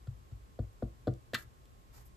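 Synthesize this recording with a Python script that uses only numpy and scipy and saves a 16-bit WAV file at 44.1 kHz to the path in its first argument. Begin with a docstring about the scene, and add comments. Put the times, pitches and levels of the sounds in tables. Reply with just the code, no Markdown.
"""Table taps and a snap

Fingertips tap a cloth-covered wooden table in a quiet room, mostly stronger as they go on, up to a sharp snap.
Each tap is a set of dying waves, knock first and bass later; the snap and the brushes on the cloth are shaped noise.
Behind them lie low rumble, hiss and a thin steady tone; two microphone ports drift apart in phase in the treble."""
import sys
import numpy as np
from scipy import signal
from scipy.fft import rfft, irfft, next_fast_len
from scipy.io import wavfile
from scipy.ndimage import uniform_filter1d

SR = 44100
rng = np.random.default_rng(int(sys.argv[2]) if len(sys.argv) > 2 else 0)


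def bounce(signal):
    """Save signal as a 16-bit WAV file at the path given by the first command-line argument."""
    frames = np.transpose(np.atleast_2d(signal))
    limited = np.clip(frames, -1, 1)
    pcm = np.round(limited * 32767).astype(np.int16)
    wavfile.write(sys.argv[1], SR, pcm)


N = 95300  # length in samples

# Taps: [t/s, bass crest after t/s, then level/dB of deep thump, low boom, upper boom, panel, knock, nail tick]
TAPS = [(0.0703, .017, -42, -37.5, -40.5, -61.5, -56, -47.5),
        (0.3145, .016, -39.5, -43, -52, -61, -68, -57), (0.5898, .014, -35, -33, -39, -39.5, -35, -48.5),
        (0.8237, .014, -35.5, -40, -40, -34, -31, -49), (1.071, 0.01263, -38.5, -51, -37, -29, -28, -37.5),
        (1.0776, 0.016, -56, -37.5, -31.5, -31, -26.5, -38),
        (1.333, .014, -53, -50.5, -48.5, -41, -34, -50)]
# Ringing modes of the table, one list for each of the first five tap levels: [f/Hz, level/dB, t60/s]
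TABLE_MODES = [
    [(57, 3.5, 0.31)],
    [(101.1, 4, 0.23)],
    [(125.9, 8.5, 0.16)],
    [(188.6, -10.5, 0.2), (233.4, 4.5, 0.085), (277, -10.5, 0.17), (339, -6.5, 0.18)],
    [(422, -14, 0.084), (553, 8, 0.017), (473, -8, 0.071), (642, -11, 0.072), (738, -13, 0.078),
     (1185, -20.5, 0.054), (1440, -18, 0.039)],
]
# Resonances of the nail tick: [f/Hz, width/Hz, level/dB]
NAIL_PEAKS = [(1370, 265, 14.5), (2050, 100, 5), (3380, 560, 6), (4650, 910, 3), (7150, 760, -6)]
# Tiny bright clicks on their own: [t/s, level/dB]
LONE_CLICKS = [(1.1384, -46.5), (1.6556, -49.5)]
# Resonances of those clicks: [f/Hz, width/Hz, level/dB]
CLICK_PEAKS = [(3500, 830, 0), (7400, 2100, 0), (12700, 2700, -4.5)]
# Parts of the snap, a lead-in scrape and then the crack: [t/s, level/dB, rise/s, t60/s]
SNAP_PARTS = [(1.334, -21.5, 0.0013, 0.019), (1.3422, -5.5, 0.0059, 0.035)]
# Resonances of hand and table top in the snap: [f/Hz, width/Hz, level/dB]
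SNAP_PEAKS = [(1280, 84, 6.5), (1463, 175, 4), (1774, 330, 5.5), (1975, 58, 9.5), (2180, 53, -9.5),
              (2680, 240, -0.5), (3390, 530, -0.5), (4260, 1160, -5), (6750, 300, -9), (7660, 1200, -17),
              (11600, 3000, -18.5), (15400, 870, -21)]
# Extra brightness of the snap on the left port: [f/Hz, width/Hz, level/dB]
SNAP_LEFT_PEAKS = [(4440, 530, -6.5)]
# Brushes on the cloth: [t/s, length/s, level/dB, brightness/(dB per octave)]
BRUSHES = [(1.364, .09, -56, 0), (1.925, 0.13, -60.5, -1), (2.048, 0.05, -66, 8)]
# Noise colour of the cloth, only its shape counts: [f/Hz, level/(dB per Hz)]
CLOTH_COLOUR = [(400, -8.5), (1000, -10), (1900, -10.5), (3000, -20), (4500, -14.5), (8000, -13),
                (12000, -13), (14000, -13), (15700, -27)]
# How long the room takes to fall by 60 dB: [f/Hz, t60/s]
ROOM_T60 = [(200, 0.28), (2000, 0.18), (10000, 0.1)]
# Noise colour of the rumble, only its shape counts: [f/Hz, level/(dB per Hz)]
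RUMBLE_COLOUR = [(12, -41), (20, -7.5), (59, 0), (73, -4), (86, -11), (123, -5), (156, -28), (189, -21),
                 (300, -37), (400, -25.5), (520, -61), (880, -120)]
# Noise colour of the hiss, only its shape counts: [f/Hz, level/(dB per Hz)]
HISS_COLOUR = [(150, 0.5), (400, -3.5), (1000, -12.5), (2500, -17), (6000, -22), (8500, -20),
               (11000, -24.5), (13500, -27), (14500, -29), (15700, -53)]
# Likeness of the noise at the two ports, 1 = the same: [f/Hz, likeness/1]
ALIKE = [(60, 0.81), (200, 0.2), (500, 0.023), (6000, 0.061), (8000, 0.48), (9200, 1), (10100, 0.95),
         (10900, 0.42), (11800, .99), (12800, 0.65), (13400, 0.54), (14200, .99)]
# Phase lead of the right port over the left: [f/Hz, lead/radians]
RIGHT_LEADS = [(0, 0), (6200, 0), (8000, 1.5), (9200, 3.14), (10000, 3.14), (11500, 6.28), (13000, 6.28),
               (14000, 9.42), (16000, 9.42)]

KNOCK_HZ = 528  # modes above this arrive at once
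TRAVEL_S = 0.0042  # delay of the bending wave at a quarter of KNOCK_HZ
SWELL_CYCLES, BASS_RISE_S = 0.63, 0.011  # rise of a higher mode in its own cycles; start of bass to crest
GAP_HZ, GAP_WIDTH_HZ = 830, 250  # the table radiates little here
NAIL_T60_S = 0.018
ROOM_DB, SNAP_ROOM_DB = -12, -9  # room echo of the taps and of the snap
RUMBLE_DB, HISS_DB = -56, -66
TONE_HZ, TONE_DB = 1081, -72.5  # level on the left port
TONE_RIGHT = -1.63  # right port's gain against the left; minus turns the wave upside down
PAN_DB, RUMBLE_PAN_DB = 1.1, 0.8  # left up and right down by this much
BOTTOM_HZ, TOP_HZ = 40, 15750  # band that the ports let through


def bass_ring(after, crest, hz):
    """A bass mode swells slowly; its cosine has a peak at the crest shared by all bass modes of the tap."""
    t = np.maximum(after - (crest - BASS_RISE_S), 0)
    swell = 1 - np.exp(-(t / (BASS_RISE_S / np.sqrt(2))) ** 2)
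    return t, swell * np.cos(2 * np.pi * hz * (after - crest))


def knock_ring(after, hz):
    """A higher mode swells within about a cycle; bending waves travel slower at low pitch, so it comes later."""
    delay = TRAVEL_S * max(np.sqrt(KNOCK_HZ / hz) - 1, 0)
    t = np.maximum(after - delay, 0)
    swell = 1 - np.exp(-(t / (SWELL_CYCLES / hz)) ** 2)
    return t, swell * np.sin(2 * np.pi * hz * t)


def table_taps():
    """Every tap rings the same table modes at its own levels and adds a nail tick of filtered noise."""
    wood, nail = np.zeros(N + SR), np.zeros(N)
    after = np.arange(SR // 3) / SR  # seconds since the tap
    fade = np.cos(np.pi / 2 * after / after[-1])  # brings the ring to zero at its end
    for s, crest, *levels_db, nail_db in TAPS:
        start = round(s * SR)
        for level_db, modes in zip(levels_db, TABLE_MODES):
            is_bass = len(modes) == 1
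            for k, (hz, db, t60) in enumerate(modes):
                t, wave = bass_ring(after, crest, hz) if is_bass else knock_ring(after, hz)
                ring = amp(level_db + db - 60 * t / t60) * wave
                # neighbouring modes take opposite signs
                wood[start:start + len(after)] += (-1) ** k * ring * fade
        nail += burst(s, nail_db, 0.0017, NAIL_T60_S)
    gap = resonances([(GAP_HZ, GAP_WIDTH_HZ, -1)])
    wood = filtered(wood[:N], lambda hz: 1 - gap(hz))
    clicks = sum(burst(s, db, 0.00015, 0.0057) for s, db in LONE_CLICKS)
    return wood + filtered(nail, resonances(NAIL_PEAKS)) + filtered(clicks, resonances(CLICK_PEAKS))


def snap():
    """Short noise bursts excite the resonances of hand and table top, with more brightness on the left."""
    crack_noise = sum(burst(*part) for part in SNAP_PARTS)
    left_noise = sum(burst(*part) for part in SNAP_PARTS)
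    crack = filtered(crack_noise, resonances(SNAP_PEAKS))
    left_extra = filtered(left_noise, resonances(SNAP_LEFT_PEAKS))
    return np.array([crack + left_extra, crack])


def brushes():
    """Skin slides over the weave: soft swells of slightly grainy noise."""
    out, t = np.zeros((2, N)), np.arange(N) / SR
    for s, length, db, tilt_db in BRUSHES:
        progress = np.clip((t - s) / length, 0, 1)
        swell = np.sin(np.pi * progress ** 0.59) ** 1.1
        wander = unit(uniform_filter1d(rng.standard_normal(N), 300))
        grain = amp(1.5 * wander)  # small random changes in loudness
        colour = [(hz, level + tilt_db * np.log2(hz / 4000)) for hz, level in CLOTH_COLOUR]
        out += amp(db) * swell * grain * pair(colour)
    return out


def room(x):
    """The room answers with a tail of noise in which each frequency dies at its own speed."""
    noise = pair([(20, 0.0067), (20000, 0)])[:, :SR // 2]
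    hz, t, z = signal.stft(noise, SR, nperseg=256)
    decay = amp(-60 * t / along(ROOM_T60, hz)[:, None])
    tail = signal.istft(z * decay, SR, nperseg=256)[1]
    tail = tail / np.linalg.norm(tail[0])
    late = np.pad(x, (150, 0))  # the answer starts 150 samples late
    return signal.fftconvolve(late[None], tail, axes=1)[:, :N]


def air():
    """Steady background: two coloured noises for rumble and hiss, and a sine for the thin tone."""
    rumble = amp(RUMBLE_DB) * amp([[RUMBLE_PAN_DB], [-RUMBLE_PAN_DB]]) * pair(RUMBLE_COLOUR)
    hiss = amp(HISS_DB) * pair([(60, -47)] + HISS_COLOUR)
    sine = np.sin(2 * np.pi * TONE_HZ * np.arange(N) / SR)
    tone = amp(TONE_DB) * sine * np.array([[1], [TONE_RIGHT]])
    return rumble + hiss + tone


def burst(s, db, rise, t60):
    """Noise that rises quickly at s seconds and then dies, by 60 dB in each t60."""
    t = np.maximum(np.arange(N) / SR - s, 0)
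    decay = amp(np.maximum(db - 60 * t / t60, -200))
    return decay * (1 - np.exp(-t / rise)) * rng.standard_normal(N)


def pair(colour):
    """Stereo noise of rms 1: mixing a shared part with an opposed part sets how alike the ports are."""
    def response(hz):
        turn = np.arccos(np.clip(along(ALIKE, hz), 0, 1)) / 2
        return amp(along(colour, hz)) * np.array([np.cos(turn), np.sin(turn)])
    mid, side = filtered(rng.standard_normal((2, N)), response)
    return unit(np.array([mid + side, mid - side]))


def resonances(peaks):
    """Response of a set of ringing peaks, with signs that alternate from one peak to the next."""
    def response(f):
        total = 0
        for k, (centre, width, db) in enumerate(peaks):
            damping = 1j * f * width
            total = total + (-1) ** k * amp(db) * damping / (centre * centre - f * f + damping)
        return total
    return response


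def filtered(x, response):
    """Multiply the spectrum of x by a response, with spare room at the end so the sound does not wrap round."""
    m = next_fast_len(N + SR // 2)
    return irfft(rfft(x, m) * response(np.fft.rfftfreq(m, 1 / SR)), m)[..., :N]


def along(points, hz):
    """Read a value between (f/Hz, value) points, on a log frequency axis."""
    f, v = np.transpose(points)
    return np.interp(np.log(hz + 1), np.log(f + 1), v)


def unit(x):
    """Scale x to an rms of 1."""
    return x / np.sqrt(np.mean(x ** 2) + 1e-20)


def amp(db):
    """Turn decibels into a plain factor."""
    return 10 ** (np.asarray(db) / 20)


def scene():
    """Add taps, snap, their room echo, brushes and background."""
    taps, crack = table_taps(), snap()
    # the room hears the taps with little bass
    thin_taps = filtered(taps, lambda f: (1j * f / (250 + 1j * f)) ** 2)
    echo = room(amp(ROOM_DB) * thin_taps + amp(SNAP_ROOM_DB) * crack[1])
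    panned_taps = taps * amp([[PAN_DB], [-PAN_DB]])
    return panned_taps + crack + echo + brushes() + air()


def record(dry):
    """The ports cut the deep bass and everything above a limit, and turn apart in phase in the treble."""
    f, lead = np.transpose(RIGHT_LEADS)
    b, a = signal.butter(3, BOTTOM_HZ, "high", analog=True)

    def response(hz):
        bass_cut = signal.freqs(b, a, hz)[1]
        # half the lead goes to each port, in opposite directions
        turn = np.exp(0.5j * np.interp(hz, f, lead) * np.array([[-1], [1]]))
        return bass_cut * turn * (hz < TOP_HZ)
    return filtered(dry, response)


dry = scene()
out = record(dry)
bounce(out)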